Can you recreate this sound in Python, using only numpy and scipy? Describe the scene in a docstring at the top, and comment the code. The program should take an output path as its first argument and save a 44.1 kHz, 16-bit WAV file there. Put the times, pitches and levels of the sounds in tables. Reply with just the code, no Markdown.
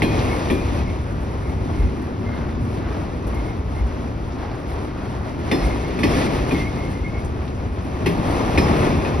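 """A freight train of tall car carriers rolls slowly past, a few metres from a phone beside the ballast.
Wagon bodies rumble throughout. A bogie roars and hisses by at once; its wheels clank over a rail joint
and ring. Loose fittings tick, flanges chirp on the rail, panels boom. From 2 to 5 s wheels grind further
up the track. More wheels hit the joint from 5.5 s and from 8 s, as further bogies come abreast.
The train is heard from one side, in stereo."""
import sys
import numpy as np
from scipy import signal
from scipy.fft import rfft, irfft, next_fast_len
from scipy.io import wavfile

SR = 44100
rng = np.random.default_rng(int(sys.argv[2]) if len(sys.argv) > 2 else 0)


def store_pcm(level_fs):
    """Save levels as 16-bit WAV."""
    pcm = np.round(np.clip(level_fs, -1, 1) * 32767).astype(np.int16)
    wavfile.write(sys.argv[1], SR, np.atleast_2d(pcm).T)


N = 405719
TIME = np.arange(N) / SR
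FFT_SIZE = next_fast_len(N + 8192)
FREQ = np.arange(FFT_SIZE // 2 + 1) * SR / FFT_SIZE
DIRECT_ONLY = np.array([[1], [0]])  # signal rows: direct, scattered

# noise spectra: (frequency [Hz], relative density [dB])
RUMBLE_SPECTRUM = [(18, -38), (30, -18), (45, -4.5), (62, 1.5), (100, -1.5), (150, -12.5), (260, -19),
                   (600, -86)]
DRONE_SPECTRUM = [(80, -4.5), (130, 5), (190, 2), (245, 4), (310, 3), (380, 1), (500, -8.5), (900, -55)]
ROAR_SPECTRUM = [(220, -5), (420, 1.5), (600, 2.5), (850, -1), (1200, -4), (1650, -13.5), (2300, -17.5),
                 (5000, -43.5)]
HISS_SPECTRUM = [(900, 0), (1500, 2), (1950, 3), (2450, -2.5), (2950, -3.5), (4000, -7), (5300, -7.5),
                 (6700, -12), (8500, -65), (11000, -60)]
SIZZLE_SPECTRUM = [(4000, 5.5), (7000, -2), (9000, 7.5), (10500, 1.5), (12000, -2.5), (15500, -38)]
CLANK_SPECTRUM = [(300, -11), (600, 10), (900, 5), (1400, -4.5), (1850, 7), (2450, 0), (3000, -2.5),
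                  (4200, -10.5), (6500, -24), (10500, -17), (14000, -48)]
THUD_SPECTRUM = [(22, -20), (44, 3), (90, -28), (170, 3), (290, 6.5), (380, 4), (550, -7.5), (1000, -41),
                 (2500, -39.5)]
GRIND_SPECTRUM = [(300, 1), (800, 6.5), (1300, 2), (1900, -5), (3000, -13), (5500, -19.5), (8000, -75)]
# wagon body envelopes: (time [s], base level [dB])
RUMBLE_ENVELOPE = [(0.0, -24.5), (1.33, -29), (1.69, -26), (2.1, -32.5), (2.64, -28.5), (4.25, -30),
                   (4.61, -32.5), (5.71, -28.5), (7.3, -27.5), (7.53, -29.5), (8.84, -25.5), (9.2, -24)]
DRONE_ENVELOPE = [(1.1, -31), (1.7, -27), (3.3, -29), (3.8, -31), (7.5, -30.5)]
# passing bogies: (time abreast [s], level [dB], singing gain [dB])
BOGIE_PASSES = [(0.148, -2.44, -4), (6.27, -0.5, -3), (8.872, -2.5, -1.5)]
# near wheels on rough rail: (centre [s], length [s], roar gain [dB], hiss gain [dB])
ROUGH_SURGES = [(0.24, 0.22, 3, 4), (0.705, 0.38, 4, 6), (1.868, 0.28, 0.5, 2), (5.612, 0.29, 4.5, 6),
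                (6.178, 0.16, 4, 6), (6.592, 0.081, 2, 6), (8.322, 0.41, 8.5, 7), (8.763, 0.23, 8, 5.5),
                (9.184, 0.4, 5, 2.5)]
# wheel on rail; loaded bogie frame: (frequency [Hz], relative level [dB], t60 [s])
WHEEL_MODES = [(1774, 3.5, 0.13), (1930, -8, 0.15), (2223, 2, 0.052), (2408, 4.5, .25), (2515, 4.5, 0.25),
               (2632, 1, 0.1), (3216, -6, 0.28), (3380, -4.5, 0.4), (3524, -0.5, 0.13), (4200, -2, 0.2),
               (5030, -9, 0.4), (5850, -10, 0.22)]
BOGIE_MODES = [(89.5, -2, 0.11), (153, -12, 0.23), (264, 5, 0.1), (365, 1, 0.11), (433, 1, 0.025),
               (720, -13, 0.045), (1094, -6, 0.053)]
# wheels hitting the joint, base levels: (time [s], clank [dB], thud [dB], crack [dB], crack pitch [Hz])
JOINT_HITS = [(0.0204, -15, -11.5, -4, 2120), (0.5007, -20.5, -13, -13, 2420),
              (5.514, -15, -13, -9.5, 2110), (5.989, -24, -20, -21, 2100), (6.033, -16.5, -13, -9, 2150),
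              (6.510, -24.5, -14, -18, 2430), (8.060, -14.5, -12.5, -12, 2000),
              (8.5758, -14, -12.5, -7, 2250), (9.05, -28, -26, -17.5, 2430)]
# worn wheels, one mode list per hit: (frequency [Hz], level [dB], t60 [s])
WORN_WHEEL_MODES = [
    [(1760, -25, .13), (2460, -29.5, 0.59), (3220, -33, 0.3), (3290, -36, 0.31), (4100, -34, 0.3)],
    [(2410, -33, 0.61), (3370, -38, .2)],
    [(1830, -19, 0.078), (2705, -37, .13), (3520, -25, 0.16), (4200, -40, 0.74), (5220, -31.5, 0.43)],
    [(3520, -45, .2)],
    [(1980, -24, 0.15), (2517, -20.5, 0.12), (3160, -33, 0.24), (4460, -28, 0.12), (5140, -34, .1),
     (5300, -34, 0.4)],
    [(1900, -35, .08), (2440, -17.5, 0.052)],
    [(1790, -33, .14), (2718, -32, 0.14), (3300, -40, 0.18), (5070, -41, 0.22)],
    [(1830, -24, .09), (2450, -14, 0.066), (3960, -33, .18), (5030, -41, .2), (5230, -31, 0.52),
     (5900, -42, 0.35)],
    [(1810, -28, .1), (2500, -29, .12)],
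]
# loudest fitting ticks: (time [s], level [dB], pitch [Hz])
LOUD_TICKS = [(0.19, -34.5, 3770), (2.017, -53, 8800), (2.365, -46, 3400), (2.847, -41, 1900),
              (2.93, -43, 1850), (3.27, -47, 9450), (3.345, -50, 9500), (4.32, -48, 4850),
              (7.246, -45.5, 7760), (7.478, -44, 3400)]
# flange chirps; panel booms: (centre [s], length [s], pitch [Hz], level [dB])
FLANGE_CHIRPS = [(0.327, 0.04, 2180, -33), (0.885, 0.033, 2160, -39.5), (1.497, .087, 2170, -49.5),
                 (1.825, 0.085, 2125, -41.5), (2.318, 0.085, 2100, -41.5), (2.765, 0.027, 4660, -60),
                 (3.37, 0.061, 2140, -44.5), (3.5, 0.07, 2160, -46.5), (3.78, 0.06, 2130, -47),
                 (5.655, .04, 2145, -37), (5.722, 0.032, 2130, -36), (5.853, 0.025, 2160, -39.5),
                 (6.56, 0.024, 2160, -28), (6.616, 0.035, 2110, -31.5), (6.67, .03, 2180, -35),
                 (6.8, 0.11, 2140, -41), (6.97, .05, 2070, -43), (7.071, 0.032, 2150, -34),
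                 (7.154, 0.07, 2180, -42)]
PANEL_BOOMS = [(0.78, 0.1, 68.6, -25), (1.837, 0.066, 55.2, -11.5), (2.57, 0.47, 101.7, -27.5),
               (2.493, 0.45, 235, -31), (3.37, 0.15, 53.3, -25.5), (3.818, .12, 56.6, -21.5),
               (5.662, 0.14, 52, -21.5), (6.21, 0.55, 59.6, -29), (8.132, 0.14, 168.8, -24.5),
               (8.586, 0.044, 66.5, -16)]
# far wheels on rough rail: (centre [s], length [s], level [dB])
FAR_GRINDS = [(2.40, 0.25, -38), (2.924, 0.19, -36), (3.88, .09, -40.5), (4.46, 0.21, -37),
              (4.99, 0.47, -41)]
# stereo image: (frequency [Hz], left lead [rad], coherence [0-1], left minus right [dB])
# left and right in opposite phase at 7-8 kHz and above 13 kHz, thinning the centre
STEREO_IMAGE = [(50, .1, .98, .3), (130, .25, .95, .8), (280, .62, .91, 1.8), (550, 1.08, .73, 2.7),
                (1100, 1.2, .6, 3.8), (1450, 2.9, .42, .8), (1800, 5.2, .72, -4.4), (2300, 6.4, .92, .8),
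                (2900, 7.3, .74, 4.7), (4700, 6.15, .48, 1), (5500, 5.9, .6, -.5), (7050, 3.2, .99, 0),
                (8050, 3.1, .99, 0), (8800, 2, .7, 0), (10300, .1, .96, 0), (11900, -.1, .9, 0),
                (13100, -3.14, .99, 0)]


def undb(db):
    """Decibels to gain."""
    return 10 ** (np.asarray(db) / 20)


def over_time(rows):
    """Table columns interpolated over time."""
    times_s, *columns = np.transpose(rows)
    return [np.interp(TIME, times_s, c) for c in columns]


def over_freq(rows):
    """Table columns interpolated over log frequency."""
    hz, *columns = np.transpose(rows)
    return [np.interp(np.log(FREQ + 1), np.log(hz), c) for c in columns]


def noise():
    """Independent white noises: direct, scattered."""
    return rng.standard_normal((2, N))


def shape(x, gain):
    """Filter by a gain per frequency, keeping white-noise power."""
    rms_gain = np.sqrt(np.mean(np.abs(gain) ** 2))
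    return irfft(rfft(x, FFT_SIZE) * gain / rms_gain, FFT_SIZE)[..., :N]


def colour(x, spectrum):
    """Filter by a spectrum table."""
    return shape(x, undb(over_freq(spectrum)[0]))


def resonance(hz, width_hz):
    """Band-pass response, 1 at centre."""
    return 1j * FREQ * width_hz / (hz ** 2 - FREQ ** 2 + 1j * FREQ * width_hz)


def walk(rate_hz):
    """Random wander, unit spread."""
    knots = rng.standard_normal(4096)
    return np.interp(TIME * rate_hz, np.arange(len(knots)), knots) * np.sqrt(3 / 2)


def swell(centre_s, length_s):
    """Bell-shaped envelope."""
    return np.exp(-2 * np.minimum(((TIME - centre_s) / length_s) ** 2, 20))


def decay(start_s, t60_s, rise_s):
    """Impact envelope: quick rise, exponential fall."""
    age_s = np.clip(TIME - start_s, 0, 2 * t60_s)
    return (1 - np.exp(-age_s / rise_s)) * np.exp(-np.log(1000) * age_s / t60_s)


def grit(rate_hz, spread_db):
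    """Tiny random impacts of rough steel on steel, unit RMS."""
    size = undb(spread_db * np.minimum(rng.exponential(size=N), 5))
    impacts = noise() * size * (rng.random(N) < rate_hz / SR)
    return impacts / impacts.std()


def passing(far_db, near_db, pass_s=0.42):
    """Gain of distant wheels plus near bogies, each 6 dB down at pass_s from abreast."""
    nearness = sum(undb(db) ** 2 / (1 + ((TIME - abreast_s) / pass_s) ** 2) ** 2
                   for abreast_s, db, _ in BOGIE_PASSES)
    return np.sqrt(undb(far_db) ** 2 + undb(near_db) ** 2 * nearness)


def wheel_response(blur):
    """Wheel modes as a filter; turning and load widen each by blur times its pitch."""
    return sum(undb(db) * resonance(hz, 3.2 / t60_s + hz * blur) for hz, db, t60_s in WHEEL_MODES)


def wagon_bodies(surge_db):
    """Shaken bodies rumble; their sides drone, louder over a near bogie."""
    rumble = colour(noise(), RUMBLE_SPECTRUM) * undb(over_time(RUMBLE_ENVELOPE)[0] + 2.5)
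    drone = colour(noise(), DRONE_SPECTRUM) * passing(over_time(DRONE_ENVELOPE)[0], near_db=-23.5)
    return rumble + drone * undb(0.73 * surge_db)


def treads(roar_db, hiss_db, hiss_gain, judder):
    """Rough treads on the rail roar, hiss and sizzle, flickering with the contact load."""
    roar = colour(grit(rate_hz=9000, spread_db=0.6), ROAR_SPECTRUM)
    roar *= passing(far_db=-35, near_db=-28) * undb(roar_db + 1.35 * judder)
    hiss = colour(grit(rate_hz=9000, spread_db=0), HISS_SPECTRUM) * hiss_gain * undb(1.2 * judder)
    sizzle = colour(grit(rate_hz=6700, spread_db=-3), SIZZLE_SPECTRUM)
    sizzle *= passing(far_db=-58.5, near_db=-48.5) * undb(1.4 * hiss_db + 1.6 * judder + 2 * walk(35))
    return roar + hiss + sizzle


def wheel_singing(drive, base_db=-40, growth=1.18):
    """Wheel discs sing as they come close, mostly in their low modes."""
    singing = shape(noise(), wheel_response(blur=0.0063) * resonance(2480, 1240))
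    return singing * undb(base_db + over_time(BOGIE_PASSES)[1]) * drive ** growth


def far_rails():
    """The rest of the train keeps the rails sounding."""
    return shape(noise(), resonance(1400, 410) ** 2) * undb(-49.5 + 2.4 * walk(9))


def rolling(turn_s=1.02, crest_s=2.85, hiss_near_db=-35):
    """Rolling noise: a strong and a weak throb per wheel turn, surges on rough rail."""
    turn_rad = 2 * np.pi * (TIME - crest_s) / turn_s
    throb_db = 0.46 * np.cos(turn_rad) + 0.37 * np.cos(2 * turn_rad)
    roar_db = throb_db + sum(db * swell(at_s, length_s) for at_s, length_s, db, _ in ROUGH_SURGES)
    hiss_db = throb_db + sum(db * swell(at_s, length_s) for at_s, length_s, _, db in ROUGH_SURGES)
    hiss_gain = passing(far_db=-45.5, near_db=hiss_near_db) * undb(hiss_db)
    judder = walk(14)  # contact load
    return (wagon_bodies(roar_db) + treads(roar_db, hiss_db, hiss_gain, judder)
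            + wheel_singing(drive=hiss_gain / undb(hiss_near_db)) + far_rails())


def struck(modes, start_s, rise_s, tuning=1, waver=0.0023):
    """Struck steel: modes build up, waver with the rolling load and die away."""
    hz, db, t60_s = np.transpose(modes)[:, :, None]
    phase_cycles = rng.random((len(modes), 1))
    age_s = np.arange(SR // 2) / SR
    cycles = hz * tuning * np.cumsum(1 + waver * walk(103)[:len(age_s)]) / SR
    partials = undb(db) * np.exp(2j * np.pi * (cycles + phase_cycles) - np.log(1000) * age_s / t60_s)
    ring = partials.sum(0) * (1 - np.exp(-age_s / rise_s))
    ring = np.pad(ring, (int(start_s * SR), N))[:N]
    return np.array([ring.real, ring.imag])


def rail_joint(bounce_lag_s=0.0059, thud_lag_s=0.00528, chatter=0.29):
    """A wheel drops on the rail end: crack, clank, a second blow just after, bogie thud, ringing."""
    crack = blow = shudder = ring = 0
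    for (start_s, clank_db, thud_db, crack_db, crack_hz), modes in zip(JOINT_HITS, WORN_WHEEL_MODES):
        crack_tone = np.sin(2 * np.pi * crack_hz * (TIME - start_s))
        crack += undb(crack_db) * decay(start_s, t60_s=0.0084, rise_s=0.00023) * crack_tone
        bounce = 0.23 * decay(start_s + bounce_lag_s, t60_s=0.39, rise_s=0.00071)
        blow += undb(clank_db) * (decay(start_s, t60_s=0.057, rise_s=0.0008) + bounce)
        thud_s = start_s + thud_lag_s
        shudder += undb(thud_db - 1.5) * decay(thud_s, t60_s=0.32, rise_s=0.0012)
        ring += struck(modes, start_s, rise_s=0.0032) * (1 + chatter * walk(170))
        load_tuning = 1 + 0.033 * rng.standard_normal((len(BOGIE_MODES), 1))
        ring += undb(thud_db - 2.3) * struck(BOGIE_MODES, thud_s, rise_s=0.0097, tuning=load_tuning)
    clank = undb(-3) * colour(noise() * blow, CLANK_SPECTRUM)
    clank += undb(-9) * shape(noise() * blow, wheel_response(blur=0.012))
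    thud = colour(noise() * shudder, THUD_SPECTRUM)
    return crack * DIRECT_ONLY + clank + thud + ring


def fittings(light_count=44, light_db=-55, spread_db=4, light_hz=4800, spread_oct=0.58):
    """Chains, latches and side panels tick as the wagons sway; light ticks fall at random."""
    light_ticks = [(when * N / SR,
                    light_db + spread_db * (2 * size - 1),
                    light_hz * 2 ** (spread_oct * (2 * pitch - 1)))
                   for when, size, pitch in rng.random((light_count, 3))]
    ticks, rattle = 0, noise()
    for start_s, db, hz in list(LOUD_TICKS) + light_ticks:
        band = signal.butter(2, [hz / 1.3, min(hz * 1.3, 0.45 * SR)], "band", fs=SR)
        burst = rattle * (decay(start_s, t60_s=0.12, rise_s=0.0003) + 1e-18)
        ticks += undb(db) * np.sqrt(SR / hz) * signal.lfilter(*band, burst)
    return ticks


def flanges(scrape_db=-47, squeal_db=-27, waver=0.0032, stutter_db=1.0):
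    """Flanges stick and slip on the rail: a light touch scrapes, a firm one holds a tone."""
    clock_s = np.cumsum(1 + waver * walk(160)) / SR
    scrape = (walk(170) + 1j * walk(170)) / np.sqrt(2)
    chirps = 0
    for centre_s, length_s, hz, db in FLANGE_CHIRPS:
        grip = np.clip((db - scrape_db) / (squeal_db - scrape_db), 0, 0.9)
        tone = np.exp(2j * np.pi * hz * clock_s) * (np.sqrt(grip) + np.sqrt(1 - grip) * scrape)
        chirps += undb(db) * swell(centre_s, length_s) * np.sqrt(2) * tone.real
    return chirps * undb(stutter_db * walk(38)) * DIRECT_ONLY


def panels(width_hz=22):
    """Floors and side panels boom at their own pitch as a wagon flexes."""
    return sum(undb(db) * swell(centre_s, length_s) * shape(noise(), resonance(hz, width_hz) ** 2)
               for centre_s, length_s, hz, db in PANEL_BOOMS)


def grinding(judder_db=1.4):
    """Far wheels grind over rough rail; from straight ahead, so alike left and right."""
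    envelope = sum(undb(db) * swell(centre_s, length_s) for centre_s, length_s, db in FAR_GRINDS)
    grind = colour(grit(rate_hz=2400, spread_db=0.5)[0], GRIND_SPECTRUM)
    return grind * envelope * undb(judder_db * walk(40))


def stereo_image(sound):
    """Left and right differ in phase and level by frequency; scattered sound decorrelates them."""
    lead_rad, coherence, pan_db = over_freq(STEREO_IMAGE)
    direct, scattered = rfft(sound, FFT_SIZE)
    side = np.array([[1], [-1]])  # left, right
    pair = np.sqrt((1 + coherence) / 2) * direct + side * np.sqrt((1 - coherence) / 2) * scattered
    return irfft(pair * np.exp(0.5j * side * lead_rad) * undb(side * pan_db / 2), FFT_SIZE)[:, :N]


def scene():
    """The train from trackside."""
    return stereo_image(rolling() + rail_joint() + fittings() + flanges() + panels()) + grinding()


def record(dry):
    """Low-pass at 15750 Hz."""
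    return signal.sosfilt(signal.ellip(10, 0.2, 80, 15750, fs=SR, output="sos"), dry)


dry = scene()
out = record(dry)
store_pcm(out)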